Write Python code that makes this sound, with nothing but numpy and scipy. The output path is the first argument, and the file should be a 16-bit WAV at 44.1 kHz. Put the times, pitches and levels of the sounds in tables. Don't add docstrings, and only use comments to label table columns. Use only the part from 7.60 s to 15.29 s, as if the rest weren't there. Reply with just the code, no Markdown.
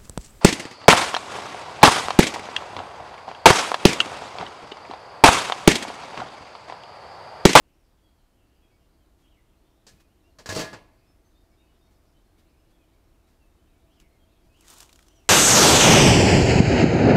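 import sys
import numpy as np
from scipy import signal
from scipy.fft import rfft, irfft
from scipy.io import wavfile
from scipy.ndimage import uniform_filter1d

SR = 44100
rng = np.random.default_rng(int(sys.argv[2]) if len(sys.argv) > 2 else 0)


def to_wav(s):
    ch = np.atleast_2d(s).T
    pcm = np.round(np.clip(ch, -1, 1) * 32767)
    wavfile.write(sys.argv[1], SR, pcm.astype(np.int16))


N = 339129
T = np.arange(N) / SR
# frequency_hz, density_db
RUSTLE_SPECTRUM = [(200, 2.5), (520, -3.5), (800, 4.5), (1250, 3.5), (2100, -4), (3400, 1.5), (4400, -1.5),
                   (6500, 1), (8200, -0.5), (10500, -7), (15000, -11)]


def lid():
    # start_s, pitch_hz, level_db, t60_s
    booms = [(2.89, 97, -33, 0.48), (2.965, 138, -32, 0.12), (3.132, 110, -45.5, 0.21)]
    out, t = crash() + ring(), T[:SR]
    for s, hz, db, t60 in booms:
        add(out, s, undb(db) * np.sin(2 * np.pi * hz * t) * fade(t, t60))
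    return outdoors(out, wet_db=-29.5, t60=.81, build_s=.05, dull_hz=1470)


def contacts(first_gap_s=.009, gap_ratio=.95):
    # start_s, level_db, bass_db, treble_db, ring_db, clang_db, damping_db_per_s, rattle_s
    blows = [(2.267, -55.5, 3, 9, -12.5, 8.5, 235, .026), (2.7866, -47.5, 5, -2, -11, 5, 193, .012),
             (2.859, -37.5, 0, -1.5, -12.5, 12.5, 97, 0), (2.8903, -32.5, -0.5, 0, -10, 12.5, 77, .012),
             (2.924, -38, 5.5, 3, 0.5, -13, 200, 0), (2.9497, -37.5, 4, 6.5, -3, -17, 124, 0),
             (2.9627, -30, 7, -1.5, 0, -23, 167, .022), (2.992, -29.5, 5, -2, -5.5, -1.5, 155, .03),
             (3.045, -41, -4, -6, -8, 17, 2, 0), (3.13, -33, -2.5, -18.5, -14, 9, 180, .012)]
    gaps = first_gap_s * gap_ratio ** np.arange(10)
    rows = []
    for s, db, bass_db, treble_db, ring_db, clang_db, damping, rattle_s in blows:
        for k, late in enumerate([0, *np.cumsum(gaps)]):
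            if late <= rattle_s:
                rows.append((s + late, db - 3 * k, bass_db - 4 * k, treble_db,
                             ring_db, clang_db + 3 * k, damping))
    return sorted(rows)


def push(hz, bass_db, treble_db, bass_hz=650, treble_hz=3200):
    return undb(bass_db / (1 + (hz / bass_hz) ** 4) + treble_db / (1 + (treble_hz / hz) ** 2))


def crash(ripple_db=1.5, ripple_from_hz=1500, tick_db=-6.5, tick_t60=.036):
    # frequency_hz, density_db, t60_s
    sheet_bands = [(82.5, -11, 0.56), (151, 1, 0.46), (252, -4.5, 1), (450, -2, 0.52), (660, -1, 0.78),
                   (760, -7.5, 0.85), (1080, -3.5, 0.55), (1420, -6, 0.13), (2220, -9, 0.66),
                   (3430, -10, 0.52), (4530, -5.5, 0.38), (7350, -8.5, 0.25), (9360, -19.5, 0.54),
                   (15000, -29, 0.42)]
    hz, db, t60 = np.transpose(sheet_bands)
    out, t = np.zeros(N), T[:2 ** 15]
    f = freqs(t)
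    ripple = unit(uniform_filter1d(rng.standard_normal(len(f)), size=24)) * f / (f + ripple_from_hz)
    sheet = unit(undb(np.interp(np.log(f), np.log(hz), db) + ripple_db * ripple))
    bands = np.array([np.interp(np.log(f), np.log(hz), row) for row in np.eye(len(hz))])
    decays = np.array([fade(t, s) for s in t60])
    for s, level_db, bass_db, treble_db, _, _, damping in contacts():
        body, contact = rfft(rng.standard_normal((2, len(t)))) * sheet * push(f, bass_db, treble_db)
        wash = np.sum(irfft(body * bands) * decays, axis=0)
        tick = undb(tick_db) * fade(t, tick_t60) * irfft(contact)
        add(out, s, (wash + tick) * undb(level_db - damping * t))
    return out


def ring(rim_hz=1740, rim_width_hz=300):
    # pitch_hz, level_db, t60_s
    modes = [(192, -11, .35), (302, -10, .45), (322, -14, .45), (344, -13, .6), (411, -12, .4),
             (448, -8, .35), (478, -8, .35), (543, -12, .4), (643, -3, .5), (718, -13, .45), (868, -9, .5),
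             (1028, -12, .44), (1200, -9, .46), (1400, -10, .45), (1545, -12, .25), (1684, -7, .45),
             (1702, -12, .4), (1775, -14, .3), (1868, -14, .45), (2062, -11, .55), (2126, -16, .5),
             (2444, -14, .4), (2576, -13, .42), (2727, -12, .42), (3219, -13, .4), (4531, -10, .35),
             (4560, -9, .35), (4748, -12, .35), (5632, -14, .32)]
    hz, db, t60 = np.transpose(modes)[:, :, None]
    out, energy = np.zeros(N), 0
    phase = 2 * np.pi * rng.random(hz.shape)
    rim = 1 / (1 + ((hz - rim_hz) / rim_width_hz) ** 2)
    hits = contacts()
    ends = [row[0] for row in hits[1:]] + [hits[-1][0] + 1]
    for (s, level_db, bass_db, treble_db, ring_db, clang_db, damping), end in zip(hits, ends):
        t = T[:max(int(end * SR) - int(s * SR), 1)]
        kick = undb(level_db + ring_db + db + clang_db * rim) * push(hz, bass_db, treble_db)
        swing = np.sqrt(energy + kick ** 2) * np.exp(-np.log(1000) * t / t60) * undb(-damping * t)
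        angle = phase + .5 * rng.standard_normal(hz.shape) + 2 * np.pi * hz * t
        add(out, s, np.sum(swing * np.sin(angle), axis=0))
        energy, phase = swing[:, -1:] ** 2, angle[:, -1:]
    return out


def steps():
    # start_s, scuff_length_s, scuff_db, thud_db
    footfalls = [(1.58, .097, -73.5, -78), (2.308, 0.086, -67.5, -49), (2.397, 0.026, -62, -72),
                 (4.305, .049, -72.5, -65), (4.777, 0.043, -67.5, -71), (5.101, 0.034, -73, -60),
                 (5.67, .059, -71.5, -69), (6.404, 0.025, -64, -55), (6.84, 0.049, -74, -52.5)]
    # frequency_hz, density_db
    sole = [(150, 6.5), (700, 1), (2000, 1.5), (6000, -1.5), (15000, -11)]
    deck = [(15, -6), (40, 5), (80, -11.5), (180, -10.5), (400, -22), (2000, -56)]
    out, t = np.zeros(N), T[:SR // 2]
    for s, length, scuff_db, thud_db in footfalls:
        grit, weight = rng.standard_normal((2, len(t)))
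        stroke = 3 * t / length
        scuff = colour(grit, sole) * stroke * np.exp(1 - stroke)
        thud = colour(weight, deck) * fade(t, t60=.29) * (1 - np.exp(-t / .008))
        add(out, s, undb(scuff_db) * scuff + undb(thud_db) * thud)
    return out


def rustle(slips_per_s=3500, catch_db=2, catch_hz=130):
    sizes = undb(3 * np.minimum(rng.exponential(size=N), 3))
    slips = (rng.random(N) < slips_per_s / SR) * rng.choice([-1, 1], N) * sizes
    friction = colour(unit(slips) + .5 * rng.standard_normal(N), RUSTLE_SPECTRUM)
    return friction * rustle_level() * undb(catch_db * walk(catch_hz))


def rustle_level(from_s=7.095, to_s=7.235, hold_db=-53.5, rise_db_per_s=162, drop_db_per_s=230):
    before, after = np.maximum(from_s - T, 0), np.maximum(T - to_s, 0)
    settle_db = -8 - 32 * after
    release_db = np.maximum(-drop_db_per_s * after, settle_db)
    return undb(hold_db - rise_db_per_s * before + release_db)


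def crackles(body_db=-2, gain_db=-2, t60=.022):
    # start_s, peak_db (before gain_db), centre_hz
    ticks = [(6.4004, -44.5, 3800), (7.009, -42.5, 8740), (7.082, -36, 6080), (7.1017, -34.5, 8050),
             (7.1374, -40, 8350), (7.1828, -35, 6850), (7.204, -30, 6660), (7.2292, -37, 4360),
             (7.293, -41.5, 2340), (7.3283, -40, 4380), (7.3587, -41.5, 6210), (7.3906, -41, 1550),
             (7.427, -46, 3900), (7.4835, -43, 5760)]
    out, t = np.zeros(N), T[:SR // 10]
    for s, db, hz in ticks:
        tick_noise, body_noise = rng.standard_normal((2, len(t)))
        body = undb(body_db) * colour(body_noise, RUSTLE_SPECTRUM)
        tick = (resonate(tick_noise, hz, width_hz=hz / 2) + body) * fade(t, t60)
        add(out, s, undb(db + gain_db) * tick / np.abs(tick).max())
    return out


def near_birds(whistle_s=.074, climb_s=.055):
    # start_s, pitch_hz, glide_hz_per_s, level_db
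    whistles = [(.43, 3300, -2000, -74), (1.015, 3290, -2200, -74.5), (1.39, 3100, -5000, -80),
                (1.617, 3250, -1500, -73.5), (2.369, 2496, -1000, -74), (2.63, 2780, 3000, -74),
                (3.46, 5270, -2, -75.5), (3.635, 6200, -2, -78), (3.74, 3650, 2200, -74),
                (3.965, 3700, 2200, -74.5), (4.015, 2590, -700, -77), (4.068, 2940, 0, -78.5),
                (4.2, 3680, 2197, -76), (4.528, 3060, -1200, -76.5), (5.115, 3360, -2000, -78.5),
                (5.18, 2500, -3000, -77), (5.794, 2670, -4000, -75), (6.515, 2140, -3000, -76),
                (6.587, 3230, -1500, -74), (6.885, 2550, 700, -73.5), (7.455, 6000, -7000, -72),
                (7.535, 5850, -7000, -70)]
    # top_s, top_hz, fall_s, level_db
    carols = [(1.69, 3430, 0.12, -72.5), (6.345, 3450, 0.13, -73), (6.985, 3310, .08, -68.5),
              (7.535, 3420, 0.21, -71)]
    out = np.zeros(N)
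    for s, hz, glide, db in whistles:
        bend = glide * whistle_s / 2
        add(out, s, undb(db) * note(whistle_s, hz - bend, hz, hz + bend, warble=.1))
    for s, top_hz, fall_s, db in carols:
        add(out, s - climb_s, undb(db) * carol(top_hz, climb_s, fall_s))
    return outdoors(out, wet_db=-9, t60=.4, build_s=.01, dull_hz=6000)


def carol(top_hz, climb_s, fall_s, overlap_s=.0143, scatter=.0255):
    out, step_s = np.zeros(N), fall_s / 2
    first, via, last = .77, .7, .61
    syllables = [(0, climb_s, first, (first + 1) / 2, 1),
                 (climb_s, step_s, 1, (1 + via) / 2, via),
                 (climb_s + step_s, step_s, via, last, last)]
    for s, length, *shares in syllables:
        pitches = top_hz * np.array(shares) * (1 + scatter * rng.standard_normal())
        add(out, s, note(length + overlap_s, *pitches, warble=.58))
    return out[:SR]


def note(length_s, start_hz, middle_hz, end_hz, warble, warble_hz=75, depth=.097):
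    u = np.linspace(0, 1, int(length_s * SR))
    glide = np.polyval(np.polyfit([0, .5, 1], [start_hz, middle_hz, end_hz], 2), u)
    drift = np.interp(u, np.linspace(0, 1, 8), rng.standard_normal(8))
    trill = np.sin(2 * np.pi * np.cumsum(warble_hz * (1 + .25 * drift)) / SR)
    pitch_hz = glide * (1 + depth * warble * trill)
    return np.sqrt(2) * np.sin(np.pi * u) * np.sin(2 * np.pi * np.cumsum(pitch_hz) / SR)


def far_birds(count=140, level_db=-81):
    out = np.zeros(N)
    for when, height, slope, span, warble in rng.random((count, 5)):
        hz, bend = 2200 * 2.6 ** height, 1 + .3 * (slope - .5)
        chirp = note(.033 + .052 * span, hz * bend, hz, hz / bend, warble)
        add(out, when * T[-1], undb(level_db - 3 * height) * chirp)
    return outdoors(out, wet_db=-3, t60=.5, build_s=.02, dull_hz=6000)


def air(start_db=-62, rise_db_per_s=.24):
    # frequency_hz, density_db
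    spectrum = [(15, -21), (25, 3), (75, -1.5), (122, -10.5), (221, -13.5), (305, -12.5), (410, -18),
                (582, -19.5), (648, -22), (782, -21), (1950, -30), (3340, -33), (5880, -36.5),
                (13900, -38.5), (15500, -43)]
    return colour(rng.standard_normal(N), spectrum) * undb(start_db + rise_db_per_s * T)


def traffic(waver_db=1, waver_hz=5.1):
    # centre_hz, width_hz, level_db (before the swell)
    bands = [(326.4, 89, -74.5), (659, 63, -79.5)]
    # time_s, gain_db
    swell = [(0, -7), (2, 0.5), (4, 1.5), (6, 0.5), (7.69, 6)]
    out = np.zeros(N)
    for hz, width_hz, db in bands:
        band = resonate(rng.standard_normal(N), hz, width_hz)
        out += resonate(band, hz, width_hz) * undb(db + waver_db * walk(waver_hz))
    return out * undb(np.interp(T, *np.transpose(swell)))


def outdoors(x, wet_db, t60, build_s, dull_hz):
    t = T[:SR]
    tail = rng.standard_normal(SR) * fade(t, t60) * (1 - np.exp(-t / build_s))
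    tail = signal.lfilter(*signal.butter(1, dull_hz, fs=SR), tail)
    return x + undb(wet_db) * signal.fftconvolve(x, tail / np.linalg.norm(tail))[:N]


def undb(db):
    return 10 ** (np.asarray(db) / 20)


def unit(x):
    return x / np.sqrt(np.mean(x ** 2))


def add(out, s, x):
    i = int(s * SR)
    out[i:i + len(x)] += x[:N - i]


def freqs(x):
    return np.maximum(np.fft.rfftfreq(len(x), 1 / SR), 1)


def colour(x, points):
    hz, db = np.transpose(points)
    gain = undb(np.interp(np.log(freqs(x)), np.log(hz), db))
    return unit(irfft(rfft(x) * gain, len(x)))


def resonate(x, hz, width_hz):
    return unit(signal.lfilter(*signal.iirpeak(hz, hz / width_hz, fs=SR), x))


def fade(t, t60):
    return np.exp(-np.log(1000) * t / t60)


def walk(rate_hz):
    knots = np.arange(0, T[-1] + 1, 1 / rate_hz)
    return np.interp(T, knots, rng.standard_normal(len(knots)))


def scene():
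    return (lid() + steps() + rustle() + crackles() + near_birds() + far_birds() + air() + traffic())[None]


def record(dry):
    return signal.sosfilt(signal.ellip(10, .2, 70, 15600, fs=SR, output="sos"), dry)


dry = scene()
out = record(dry)
to_wav(out)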